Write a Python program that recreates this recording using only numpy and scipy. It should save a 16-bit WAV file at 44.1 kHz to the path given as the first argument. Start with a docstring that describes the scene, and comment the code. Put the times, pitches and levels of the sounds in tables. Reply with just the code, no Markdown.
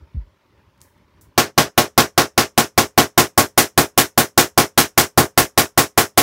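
"""A furnished room: a small high-voltage coil fires five sparks a second close to a camera.
Each arc sends a shock pulse and a grainy noise crackle, which brighten as the arcs grow.
Wall echoes, a diffuse noise tail and ringing modes answer much alike; the microphone overloads.
Handling thumps come mostly before the sparks, with one among them; before them also faint timer
ticks and a switch click. Quiet room noise lies under all."""
import sys
import numpy as np
from scipy import signal
from scipy.io import wavfile
from scipy.ndimage import uniform_filter1d

SR = 44100
rng = np.random.default_rng(int(sys.argv[2]) if len(sys.argv) > 2 else 0)


def transcribe(signal):
    """Save signal, clipped to [-1, 1], as a 16-bit WAV file at the path in sys.argv[1]."""
    frames = np.atleast_2d(signal).T
    limited = np.clip(frames, -1, 1)
    pcm = np.round(limited * 32767).astype(np.int16)
    wavfile.write(sys.argv[1], SR, pcm)


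def natural_amplitude(level_db):
    """Convert a level in decibels to a linear amplitude factor, elementwise."""
    exponent = np.asarray(level_db, float) / 20
    return 10 ** exponent


N = 274302


def read_table(points, hz):
    """Interpolates a spectrum table on a log-frequency axis."""
    table_hz, value = np.transpose(points)
    return np.interp(np.log(hz + 1), np.log(table_hz + 1), value)


def add(mix, start_s, sound):
    """Mixes a sound in at start_s; the end of the mix cuts it off."""
    part = mix[round(start_s * SR):][:len(sound)]
    part += sound[:len(part)]


def hush():
    """Quiet room: shaped noise with rumble and faint resonances in drifting patches."""
    # Each row: frequency in Hz, relative density in dB per Hz.
    hush_spectrum = [(25, -14.5), (78, 2.5), (140, -9.5), (280, -13), (400, -12), (480, -21.5),
                     (580, -14.5), (720, -28.5), (930, -17), (1300, -23), (2000, -26), (4800, -35.5),
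                     (8000, -49), (16000, -48.5)]
    level_db, patch_rms_db = -54.5, 1.5
    frames, hz = N // 512 + 5, np.fft.rfftfreq(2048, 1 / SR)
    real, imag, patches = rng.standard_normal((frames, 1025, 3)).T
    patches = uniform_filter1d(patches, 10, axis=0)  # across frequency
    patches = uniform_filter1d(patches, 8, axis=1)  # across time
    shape_db = read_table(hush_spectrum, hz)[:, None] + patch_rms_db * patches / patches.std()
    noise = signal.istft((real + 1j * imag) * natural_amplitude(shape_db), nperseg=2048, noverlap=1536)[1][:N]
    return natural_amplitude(level_db) * noise / noise.std()


def bump(t, level_db, hz):
    """Dull bump: a sine that swells for about a cycle and sags in pitch."""
    rise_cycles, pitch_sag_per_s = 0.68, 2.6
    u = t * hz / rise_cycles
    swell = u * np.exp(1 - u)
    return -natural_amplitude(level_db) * swell * np.sin(2 * np.pi * hz * t * (1 - pitch_sag_per_s / 2 * t))


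def click(t, level_db, hz, hiss_db, t60_s):
    """Small click: a short sine snap with decaying high-passed hiss behind it."""
    u = t - .0003
    snap = np.exp(-(u / .00007) ** 2) * np.sin(2 * np.pi * hz * u + .6)
    highpass = signal.butter(6, 4900, "high", fs=SR, output="sos")
    hiss = signal.sosfilt(highpass, rng.standard_normal(len(t)))
    return natural_amplitude(level_db) * (snap + natural_amplitude(hiss_db - 60 * t / t60_s) * hiss)


def handling():
    """Low bumps on the camera body, ticks of the timer and bright clicks."""
    # Each row: start in seconds, level in dB, initial pitch in Hz.
    bumps = [(.018, -34.5, 74.4), (0.145, -23.5, 108), (0.147, -43, 257), (.165, -15, 66), (.167, -37, 200),
             (.198, -23.5, 50), (.265, -44.5, 65.4), (.575, -47, 78.5), (5.4, -26, 58)]
    # Each row: start in seconds, level in dB, pitch in Hz, hiss before high-pass in dB re snap, hiss t60 in s.
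    clicks = [(.806, -43, 7000, -20, .02), (.812, -49, 8000, -12, .03), (.8156, -27, 7600, -27, 0.35),
              (.8368, -42, 9100, -25, .03), (1.2113, -43.5, 7050, -7.5, 0.19)]
    # Ticks in step with the timer, before any arc forms. Each row: start in seconds, level in dB.
    ticks = [(.3777, -70), (.5776, -66), (.7775, -56), (.9774, -57)]
    t, out = np.arange(SR // 4) / SR, np.zeros(N)
    for start_s, level_db, hz in bumps:
        add(out, start_s, bump(t, level_db, hz))
    for start_s, level_db in ticks:
        add(out, start_s, click(t, level_db, hz=6000, hiss_db=-12, t60_s=.04))
    for start_s, level_db, hz, hiss_db, t60_s in clicks:
        add(out, start_s, click(t, level_db, hz, hiss_db, t60_s))
    return out


def tail(noise, colour, tilt_db_per_octave=0):
    """Coloured noise whose bands die at the room's speeds; unit noise starts near rms 1."""
    # Each row: frequency in Hz, t60 in seconds.
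    band_t60 = [(100, 0.45), (500, 0.4), (2000, 0.27), (4500, 0.23), (5500, 0.27), (9000, 0.22),
                (15000, 0.18)]
    shelf_lo_hz, shelf_hi_hz = 5400, 10000  # the tilt acts between these
    hz, t, z = signal.stft(noise, SR, nperseg=256, noverlap=192)
    octaves = np.log2(np.clip(hz, shelf_lo_hz, shelf_hi_hz) / shelf_lo_hz)
    shape = natural_amplitude(read_table(colour, hz) + tilt_db_per_octave * octaves)
    shape /= np.sqrt(np.mean(shape ** 2))
    decay = natural_amplitude(-60 * t / read_table(band_t60, hz)[:, None])
    return signal.istft(z * shape[:, None] * decay, SR, nperseg=256, noverlap=192)[1][:len(noise)]


def room_answer(t):
    """Diffuse low and mid tail that follows a shock from one place."""
    # Each row: frequency in Hz, relative level in dB.
    diffuse_spectrum = [(100, -19.5), (300, -6), (500, -6), (1100, -8.5), (1500, -10.5), (2000, -11),
                        (3200, -31)]
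    build_up = 1 - np.exp(-t / 0.0064)
    return natural_amplitude(-14.5) * tail(rng.standard_normal(len(t)), diffuse_spectrum) * build_up


def standing_waves(t):
    """Modes swell in and die; where the arc lands sets how hard each is struck."""
    # Room modes. Each row: frequency in Hz, relative level in dB, t60 in seconds before the extra decay.
    room_modes = [(84, -19.5, 0.3), (98.4, -17, .22), (128.5, -16.5, 0.26), (157.8, -14, 0.18),
                  (188.3, -22.5, 0.05), (228.7, -11.5, 0.15), (285.8, -21, 0.42), (359.6, -19.5, 0.42),
                  (405.7, -22.5, 0.44), (491.8, -27.5, 0.21), (559, -22, 0.081), (602, -20, 0.41),
                  (647.6, -29, 0.51), (713, -16.5, 0.15), (719.6, -18, 0.22), (819, -22.5, 0.27),
                  (829.4, -21, 0.18), (955, -26.5, 0.051), (1031, -17, .2), (1063, -14, 0.17),
                  (1096.6, -13, 0.2), (1185, -26, 0.33), (1235, -25, 0.21), (1422, -27, 0.6)]
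    # Rings that build up late and outlast the rest. Each row: frequency in Hz, level in dB, t60 in seconds.
    late_rings = [(417.6, -26, .6), (533, -29, 0.68)]
    modes_db, strike_spread_db = -1.5, 2.2
    rings, late = np.zeros(len(t)), np.zeros(len(t))
    for (hz, level_db, t60_s), chance in zip(room_modes, rng.standard_normal(len(room_modes))):
        struck_db = level_db + strike_spread_db * chance
        rings += natural_amplitude(struck_db - 60 * t / t60_s) * np.sin(2 * np.pi * hz * t)
    for hz, level_db, t60_s in late_rings:
        late += natural_amplitude(level_db - 60 * t / t60_s) * np.sin(2 * np.pi * hz * t)
    extra_decay_db = -40 * (t / 0.2) ** 2  # the rings die ever faster, so the diffuse tail outlasts them
    rings *= natural_amplitude(modes_db + extra_decay_db) * (1 - np.exp(-t / 0.0025))
    return rings + late * (1 - np.exp(-(t / .04) ** 2))


def shocks(t):
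    """A push and a pull for every path; the arc's new shape shifts and scales each a little."""
    # Direct shock and its strongest reflections. Each row: delay in seconds, relative level in dB.
    echo_paths = [(.0004, -3.5), (.0017, -9), (.0033, 1.5), (.0042, -7), (.0062, -6.5), (.0088, -13),
                  (0.0113, -1), (0.0122, -0.5), (0.015, -3), (0.02, -17.5), (.0260, -14), (.0290, -22),
                  (0.0367, -10.5), (0.0393, -8)]
    shift_spread_s, spread_db, push_s = .00004, 1.0, 0.00021
    out = np.zeros(len(t))
    for (delay_s, level_db), (shift, scale) in zip(echo_paths, rng.standard_normal((len(echo_paths), 2))):
        u = (t - delay_s - shift_spread_s * shift) / push_s
        pulse = np.exp(-u ** 2) - 0.38 * np.exp(-((u - 2.3) / 3.2) ** 2)
        out += natural_amplitude(level_db + spread_db * scale) * pulse
    return out


def crackle(t, tilt_db_per_octave):
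    """The branching arc crackles: noise in uneven grains, new every spark."""
    # Each row: frequency in Hz, relative level in dB.
    crackle_spectrum = [(600, -20.5), (1500, 1.5), (2500, -1.5), (5000, -1.5), (9000, -4.5), (15500, -4)]
    noise, grain = rng.standard_normal((2, len(t)))
    # reflections smooth the grains out
    grain_db = 16 * uniform_filter1d(grain, size=21) * np.exp(-t / 0.086)
    return tail(noise * natural_amplitude(grain_db), crackle_spectrum, tilt_db_per_octave) * (1 - np.exp(-t / 0.0012))


def sparks():
    """The timer fires the coil five times a second; the arcs grow, gain shock level and brighten."""
    # How hard each arc crackles: one relative level in dB a firing.
    arc_crackle_db = [-2, -1, -1.75, 0.2, -1.6, -1.3, -1.2, -1, 0.5, 2.1, 1.1, 3.5, 0.5, 2.5, 1.1, 3.5, 1.3,
                      3.5, 2.5, 0.7, 2, 1, 2, 1, 2.5]
    first_s, period_s, jitter_s = 1.3773, .19992, .0001
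    grow_mid_s, grow_width_s = 2.88, 0.27
    shock_first_db, shock_full_db, shock_spread_db = -2.05, -1.54, 0.93
    tilt_first, tilt_full, tilt_spread = -5, 1.5, 1  # dB per octave
    crackle_db, fresh_share = -9.5, .45
    t, out = np.arange(SR // 4) / SR, np.zeros(N)
    fade = natural_amplitude(-23 * (t / 0.18) ** 1.92)  # falls ever faster: 23 dB down at 0.18 s
    alike = room_answer(t)
    chances = rng.standard_normal((len(arc_crackle_db), 3))
    for k, (arc_db, (late, push, colour)) in enumerate(zip(arc_crackle_db, chances)):
        start_s = first_s + k * period_s + jitter_s * late
        grown = 1 / (1 + np.exp((grow_mid_s - start_s) / grow_width_s))
        shock_db = shock_first_db + (shock_full_db - shock_first_db) * grown + shock_spread_db * push
        tilt = tilt_first + (tilt_full - tilt_first) * grown + tilt_spread * colour
        # each arc takes a new path, so part of the answer is fresh
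        body = np.sqrt(1 - fresh_share ** 2) * alike + fresh_share * room_answer(t)
        body += shocks(t) + standing_waves(t)
        spark = natural_amplitude(shock_db) * body + natural_amplitude(crackle_db + arc_db) * crackle(t, tilt)
        add(out, start_s, fade * spark)
    return out


def scene():
    """All sources at the one microphone."""
    return (hush() + handling() + sparks())[None]


def suppress(x):
    """Noise suppressor: what falls under the slow mean level is lowered; the treble follows only in part."""
    deepest_cut_db, margin_db, knee_db, memory_s = 16 / 1.5, -3, 2.2, 0.3
    split_hz, local_share, treble_share = 5000, .35, .15
    hz, t, z = signal.stft(x, SR, nperseg=512, noverlap=384)
    power = uniform_filter1d(abs(z) ** 2, size=7, axis=0)
    power = uniform_filter1d(power, size=3, axis=1)
    level_db = 10 * np.log10(abs(power) + 1e-13)
    hold = np.exp(-t[1] / memory_s)
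    rise_db = level_db - level_db[:, :30].mean(axis=1, keepdims=True)
    over_db = rise_db - signal.lfilter([1 - hold], [1, -hold], rise_db, axis=1)
    treble = hz > split_hz
    over_db = local_share * over_db + (1 - local_share) * over_db[~treble].mean(axis=0)
    excess = np.clip((over_db - margin_db) / knee_db, -30, 30)
    cut_db = deepest_cut_db / (1 + np.exp(excess) / 1.5)
    cut_db[treble] = treble_share * cut_db[~treble].mean(axis=0)
    return signal.istft(z * natural_amplitude(-cut_db), SR, nperseg=512, noverlap=384)[1][:N]


def top_cut(x):
    """Nothing passes above the cut-off."""
    return signal.sosfilt(signal.butter(12, 16820, fs=SR, output="sos"), x)


def record(dry):
    """The microphone cuts deep bass and overloads; then noise suppression and the band limit."""
    ceiling, overload_power = .92, 4
    bass_cut = signal.butter(2, 72, "high", fs=SR, output="sos")
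    heard = natural_amplitude(2.5) * signal.sosfilt(bass_cut, dry[0])
    clipped = heard / (1 + abs(heard / ceiling) ** overload_power) ** (1 / overload_power)
    cleaned = suppress(clipped)
    lowpass = signal.firwin(511, 15800, window=("kaiser", 8), fs=SR)
    limited = signal.oaconvolve(cleaned, lowpass, "same")
    return top_cut(np.clip(limited, -1, 1)[None])


dry = scene()
out = record(dry)
transcribe(out)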